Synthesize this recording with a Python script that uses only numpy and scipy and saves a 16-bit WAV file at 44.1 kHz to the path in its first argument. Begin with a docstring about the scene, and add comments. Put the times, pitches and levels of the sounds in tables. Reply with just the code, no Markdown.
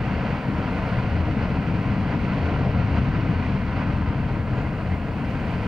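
"""On a crater rim, a stereo camera microphone hears steam and gas rush out of a distant volcanic vent.
Large eddies rumble and boom in the hollow of the vent, and slugs of gas leave with soft thuds.
Smaller eddies roar, hiss and spit, dulled by distance. The ash slope reflects the sound and hollows
out the low middle. Behind it lie a thin whine and a faint treble hiss that flickers and wanders."""
import sys
import numpy as np
from scipy.fft import rfft, irfft
from scipy.io import wavfile
from scipy.ndimage import uniform_filter1d

SR = 44100
rng = np.random.default_rng(int(sys.argv[2]) if len(sys.argv) > 2 else 0)


def put_to_file(sound):
    """Save the sound as 16-bit audio at rate SR, in the file named by the first command-line argument."""
    columns = np.atleast_2d(sound).T  # one column per channel
    safe = np.clip(columns, -1, 1)
    whole_steps = np.round(safe * 32767)
    wavfile.write(sys.argv[1], SR, whole_steps.astype(np.int16))


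N = 250047
TIME = np.arange(N) / SR
FREQ = np.maximum(np.arange(N // 2 + 1) * SR / N, 1)

# the hollow of the vent booms: (time [s], pitch [Hz], length [s], relative peak [dB])
BOOMS = [(0.983, 122, 0.071, -23), (1.138, 81.9, 0.08, -22), (1.227, 82, 0.064, -21),
         (1.532, 130, 0.07, -24.5), (1.89, 127.2, 0.079, -25.5), (2.48, 81.5, 0.13, -22),
         (2.596, 82, 0.064, -24), (2.678, 129.3, 0.06, -21), (3.38, 84.6, 0.063, -22.5),
         (4.385, 109.7, 0.055, -21), (4.573, 125, 0.085, -25), (4.93, 88, 0.071, -21)]


def from_db(db):
    """Decibels to gain."""
    return 10 ** (np.asarray(db) / 20)


def unit_rms(x):
    """Scale to unit power."""
    return x / np.sqrt(np.mean(x ** 2))


def over_time(rows):
    """Each value column of a table, joined by straight lines over time."""
    times, *columns = np.transpose(rows)
    return [np.interp(TIME, times, column) for column in columns]


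def over_hz(points):
    """A table joined by straight lines over log frequency."""
    hz, value = np.transpose(points)
    return np.interp(np.log(FREQ), np.log(hz), value)


def spectrum(points):
    """Gains from (frequency [Hz], level [dB]) points, falling steeply beyond both ends."""
    skirts = np.minimum(FREQ / points[0][0], 1) * np.minimum(points[-1][0] / FREQ, 1)
    return from_db(over_hz(points)) * skirts ** 6


def swell(s, length_s):
    """A smooth rise and fall of height 1 around time s, length_s wide at half height."""
    return 2 ** -((2 * (TIME - s) / length_s) ** 2)


def drift(rate_hz):
    """A random wander with spread 1, changing up to about rate_hz times a second."""
    white = rfft(rng.standard_normal(N))
    return unit_rms(irfft(white / (1 + (FREQ / rate_hz) ** 2), N))


def eddies(shape, gain_db, flutter_db, flutter_hz, evenness):
    """Fluttering turbulence at both microphone ports; evenness (0 to 1) irons out its slow swings."""
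    # how alike the two ports hear it: (frequency [Hz], coherence [0 to 1])
    likeness = [(100, .998), (500, 0.99), (1000, 0.97), (2000, 0.94), (3200, 0.76), (4400, 0.85),
                (5300, 0.66), (7500, 0.5)]
    alike = over_hz(likeness)
    mid, side = rfft(rng.standard_normal((2, N)))
    stereo = np.sqrt(1 + alike) * mid + np.sqrt(1 - alike) * side * [[1], [-1]]
    noise = unit_rms(irfft(shape * stereo, N))
    power = np.mean(noise ** 2, axis=0)
    slow_power = uniform_filter1d(uniform_filter1d(power, size=SR // 10), size=SR // 14)
    steady = noise / slow_power ** (evenness / 2)
    flutter = from_db(flutter_db * drift(flutter_hz))
    return from_db(gain_db) * unit_rms(steady * flutter)


def faint_treble(hiss_db):
    """A faint treble hiss that flickers and wanders in level, and a thin, wavering whine."""
    # slow wander of the treble hiss: (time [s], relative level [dB])
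    treble_wander = [(0.1, -78.5), (0.9, -76), (1.18, -79), (2.3, -79), (2.7, -81), (3.7, -80), (4.4, -79),
                     (5.1, -77), (5.4, -75.5)]
    # its spectrum: (frequency [Hz], relative level [dB])
    treble_band = [(3000, -6.5), (7000, 2.5), (10000, -1.5), (13000, -5), (15500, -9.5)]
    # tones of the whine: (frequency [Hz], level before wavering [dB])
    tones = [(12951, -98), (14355, -91), (15609, -81.5)]
    wander_db, = over_time(treble_wander)
    white = rfft(rng.standard_normal((2, N)))
    hiss = unit_rms(irfft(white * from_db(over_hz(treble_band)), N))
    whine = sum(np.sqrt(2) * from_db(db) * np.sin(2 * np.pi * (hz * TIME + rng.random()))
                for hz, db in tones)
    treble_flicker_db = 0.6 * drift(rate_hz=14)
    waver_db = 1.5 * drift(rate_hz=10)
    return from_db(wander_db + hiss_db + treble_flicker_db) * hiss + from_db(waver_db) * whine


def reflections(sound):
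    """The ash slope and camera body cancel some pitches and lift others, differently at each port."""
    # notches and peaks: (centre [Hz], width [Hz], left gain [dB], right gain [dB])
    colour = [(365.4, 22, -9.5, -12.5), (850, 61, -4.5, -5), (1136, 65, -3.5, -6), (1774, 126, -3.5, -3),
              (2695, 485, -4, 5), (3790, 390, 5, 4)]
    # balance of the ports: (frequency [Hz], left minus right [dB])
    balance = [(50, 2.5), (280, 2.35), (420, 1.6), (750, 1.2), (1000, 2.3), (1400, 0.2), (2000, 2.5),
               (4500, 0.5), (6000, 0.7)]
    # phase between the ports: (frequency [Hz], lead of the left [rad])
    lead = [(100, 0.095), (900, -0.22), (1200, -0.43), (2300, -0.77), (2700, 0.34), (3000, 0.92),
            (3350, -0.73), (3700, -0.35), (4500, -.15), (5200, -1.1), (6300, 0.17), (7000, 0.48)]
    colour_db = sum(np.outer([left, right], np.exp(-((FREQ - hz) / width) ** 2 / 2))
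                    for hz, width, left, right in colour)
    half_each = np.array([[0.5], [-0.5]])
    gain = from_db(colour_db + half_each * over_hz(balance))
    phase = half_each * over_hz(lead)
    return irfft(rfft(sound) * gain * np.exp(1j * phase), N)


def spits():
    """Brief, narrow-band spits of steam flare out of the hiss."""
    # spits of steam: (time [s], length [s], centre [Hz], width [Hz], level [dB])
    flares = [(4.6, 0.07, 7000, 600, -70), (4.658, 0.05, 2050, 160, -45), (4.92, 0.055, 2060, 140, -41.5)]
    out = np.zeros((2, N))
    for s, length_s, hz, width, db in flares:
        band = np.exp(-((FREQ - hz) / width) ** 2)
        out += swell(s, length_s) * eddies(band, db, flutter_db=1.5, flutter_hz=20, evenness=0.5)
    return out


def thuds(width_s, gain_db):
    """Each slug of gas sends one soft pressure pulse up to the rim."""
    # slugs leaving the vent: (time [s], relative peak [dB])
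    slugs = [(1.149, -14.5), (1.372, -15.5), (1.59, -10), (1.754, -12), (1.921, -16.5), (1.984, -13),
             (2.773, -15.5), (2.884, -19), (3.091, -8.5), (3.299, -10.5)]
    out = np.zeros(N)
    for s, db in slugs:
        age = (TIME - s) / width_s
        out -= from_db(db + gain_db) * (1 - 2 * age ** 2) * np.exp(-age ** 2)
    return out


def booms(gain_db):
    """Now and then the hollow rings up for a few cycles and dies away again."""
    phases = rng.random(len(BOOMS))
    return sum(from_db(db + gain_db) * swell(s, length_s) * np.sin(2 * np.pi * (hz * TIME + phase))
               for (s, hz, length_s, db), phase in zip(BOOMS, phases))


def choking_db():
    """The vent chokes for moments: the change in level of the rumble and of the jet."""
    # lulls in the flow: (time [s], length [s], rumble drop [dB], jet drop [dB])
    lulls = [(0.429, 0.06, 8, 1), (1.643, 0.026, 4.5, 0), (2.04, 0.077, 0, 1), (2.89, 0.05, 1.5, 0),
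             (3.009, 0.023, -1, 3), (3.64, 0.13, 0, 2.5), (4.434, 0.1, 2.5, 1), (4.788, 0.094, 3.5, 1.2),
             (5.047, 0.13, 2, 2)]
    return -sum(np.outer(drops_db, swell(s, length_s)) for s, length_s, *drops_db in lulls)


def jet():
    """Smaller eddies roar, rush and hiss, shaken by the same unsteady flow and its spurts."""
    # eddy spectra at the rim, larger to smaller: (frequency [Hz], relative level [dB])
    roar_band = [(290, -14), (350, 3.5), (420, .5), (480, 1.5), (530, -1), (620, -0.5), (780, 0),
                 (950, -11)]
    rush_band = [(720, -10), (860, -1), (1000, 0), (1250, -5), (1550, -4.5), (1800, -10)]
    hiss_band = [(1400, -15.5), (1650, 2), (1950, 8.5), (2300, 4), (2750, 1.5), (3200, -5.5), (3500, -12.5),
                 (3780, -16.5), (4050, -12.5), (4650, -10.5), (5200, -17), (5600, -18.5), (6300, -25.5),
                 (7100, -29.5), (7600, -34.5), (9000, -42.5), (14000, -53.5)]
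    # slow course of the jet, in relative levels: (time [s], roar [dB], rush [dB], hiss [dB])
    flow = [(0, -38, -38, -42), (0.2, -33.5, -36, -40), (0.45, -36, -36.5, -41.5),
            (0.85, -33.8, -34.5, -40), (1.25, -35.0, -37, -41.5), (1.6, -35.2, -37, -41.5),
            (2.2, -36.5, -37, -41.5), (2.45, -33.5, -35.5, -40.5), (2.62, -32.5, -35.5, -40.5),
            (2.85, -36.5, -37.5, -42.5), (3.45, -36.5, -36, -40.5), (4.05, -39, -37, -43.5),
            (4.4, -36.5, -39, -44.5), (5.0, -36.5, -38.5, -44), (5.65, -36, -38.0, -41.5)]
    # the jet spurts: (time [s], length [s], roar rise [dB], rush rise [dB])
    spurts = [(2.134, 0.044, 2.5, 3.5), (2.33, 0.055, -2, 3), (2.668, 0.047, 4, -1), (2.97, 0.062, 3, 3.5),
              (3.798, 0.089, 3, 3), (4.57, 0.05, 2, 2), (4.905, 0.07, 0, 0.5)]
    roar_db, rush_db, hiss_db = over_time(flow)
    roar_rise_db, rush_rise_db = sum(np.outer(rises_db, swell(s, length_s))
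                                     for s, length_s, *rises_db in spurts)
    roar = eddies(spectrum(roar_band), gain_db=1.07, flutter_db=0.3, flutter_hz=25, evenness=0.48)
    rush = eddies(spectrum(rush_band), gain_db=1.25, flutter_db=0.93, flutter_hz=41, evenness=0.32)
    hiss = eddies(spectrum(hiss_band), gain_db=0.03, flutter_db=0.5, flutter_hz=21, evenness=0.23)
    roar *= from_db(roar_db + roar_rise_db)
    rush *= from_db(rush_db + rush_rise_db)
    hiss *= from_db(hiss_db + 0.49 * rush_rise_db)  # spurts reach the hiss only in part
    shake_db = 0.68 * drift(rate_hz=16)
    _, lull_db = choking_db()
    return (roar + rush + hiss) * from_db(shake_db + lull_db)


def vent_response():
    """The low resonances of the vent's hollow, with steep skirts."""
    # resonances: (frequency [Hz], width [Hz], relative level [dB])
    modes = [(82.8, 19, -5.5), (104.7, 5.1, -2), (130.4, 11.7, -1)]
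    power = sum(from_db(db) ** 2 / (1 + ((FREQ ** 2 - hz ** 2) / (FREQ * width)) ** 2)
                for hz, width, db in modes)
    return np.sqrt(power) * spectrum([(45, -10.5), (65, 1.5), (150, -3.0), (220, -7)])


def rumble():
    """The largest eddies surge and billow and set the hollow of the vent throbbing."""
    # spectra of the largest eddies: (frequency [Hz], relative level [dB])
    deep_band = [(16, -16), (22, -7.5), (30, -3), (43, 0), (56, -1.2), (68, -6)]
    low_band = [(115, -15.5), (145, -0.5), (185, 4), (215, 1), (245, -0.65), (290, -2.5), (325, -6),
                (400, -12.5)]
    # their slow surge, in relative levels: (time [s], throb [dB], low roar [dB])
    surge = [(0, -27, -29), (0.4, -29, -27.5), (0.6, -29, -28), (0.85, -29, -29.5), (1.25, -26, -29),
             (1.7, -27, -26), (1.9, -27, -28), (2.25, -28, -26.5), (2.5, -26, -27), (2.8, -23, -28.7),
             (3.05, -23.5, -27.5), (3.3, -26.5, -27.5), (3.72, -28, -29.5), (3.95, -25, -28.5),
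             (4.25, -25, -30), (4.7, -27.5, -29.5), (5.2, -29.5, -29.5), (5.65, -29, -29.5)]
    # billows of gas: (time [s], rise [dB])
    billows = [(0.12, 0.5), (0.5, 4), (1.42, 1.5), (1.6, -2), (1.74, 1), (2.18, 1), (2.98, 2), (3.295, 3),
               (3.545, 3.5), (3.885, 2), (4.105, 1), (4.385, 2.5), (4.69, 3), (5.42, -0.5)]
    throb_db, low_db = over_time(surge)
    billow_db = sum(rise_db * swell(s, length_s=0.045) for s, rise_db in billows)
    dip_under_booms_db = 1.5 * sum(swell(s, length_s) for s, _, length_s, _ in BOOMS)
    deep = eddies(spectrum(deep_band), gain_db=-35, flutter_db=0.5, flutter_hz=11, evenness=0.88)
    throb = eddies(vent_response(), gain_db=0, flutter_db=0.3, flutter_hz=14, evenness=0.91)
    low_roar = eddies(spectrum(low_band), gain_db=0.65, flutter_db=0.15, flutter_hz=22, evenness=0.8)
    deep *= from_db(0.3 * (throb_db - throb_db.mean()))  # heaves gently with the throb
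    throb *= from_db(throb_db - dip_under_booms_db)
    low_roar *= from_db(low_db)
    lull_db, _ = choking_db()
    return (deep + (throb + low_roar) * from_db(billow_db)) * from_db(lull_db)


def scene():
    """The vent as it reaches the microphone on the rim."""
    plume = rumble() + booms(gain_db=1) + jet() + thuds(width_s=0.0022, gain_db=-1) + spits()
    soft_ends = np.clip(np.minimum(TIME, TIME[::-1]) / 0.002, 0, 1)
    return reflections(soft_ends * plume)


def record(dry):
    """A faint treble hiss and whine join the sound, and the camera cuts the very top."""
    cutoff_hz = 15800
    heard = dry + faint_treble(hiss_db=9.5)
    low_pass = np.clip((cutoff_hz - FREQ) / 100, 0, 1)
    return irfft(rfft(heard) * low_pass, N)


dry = scene()
out = record(dry)
put_to_file(out)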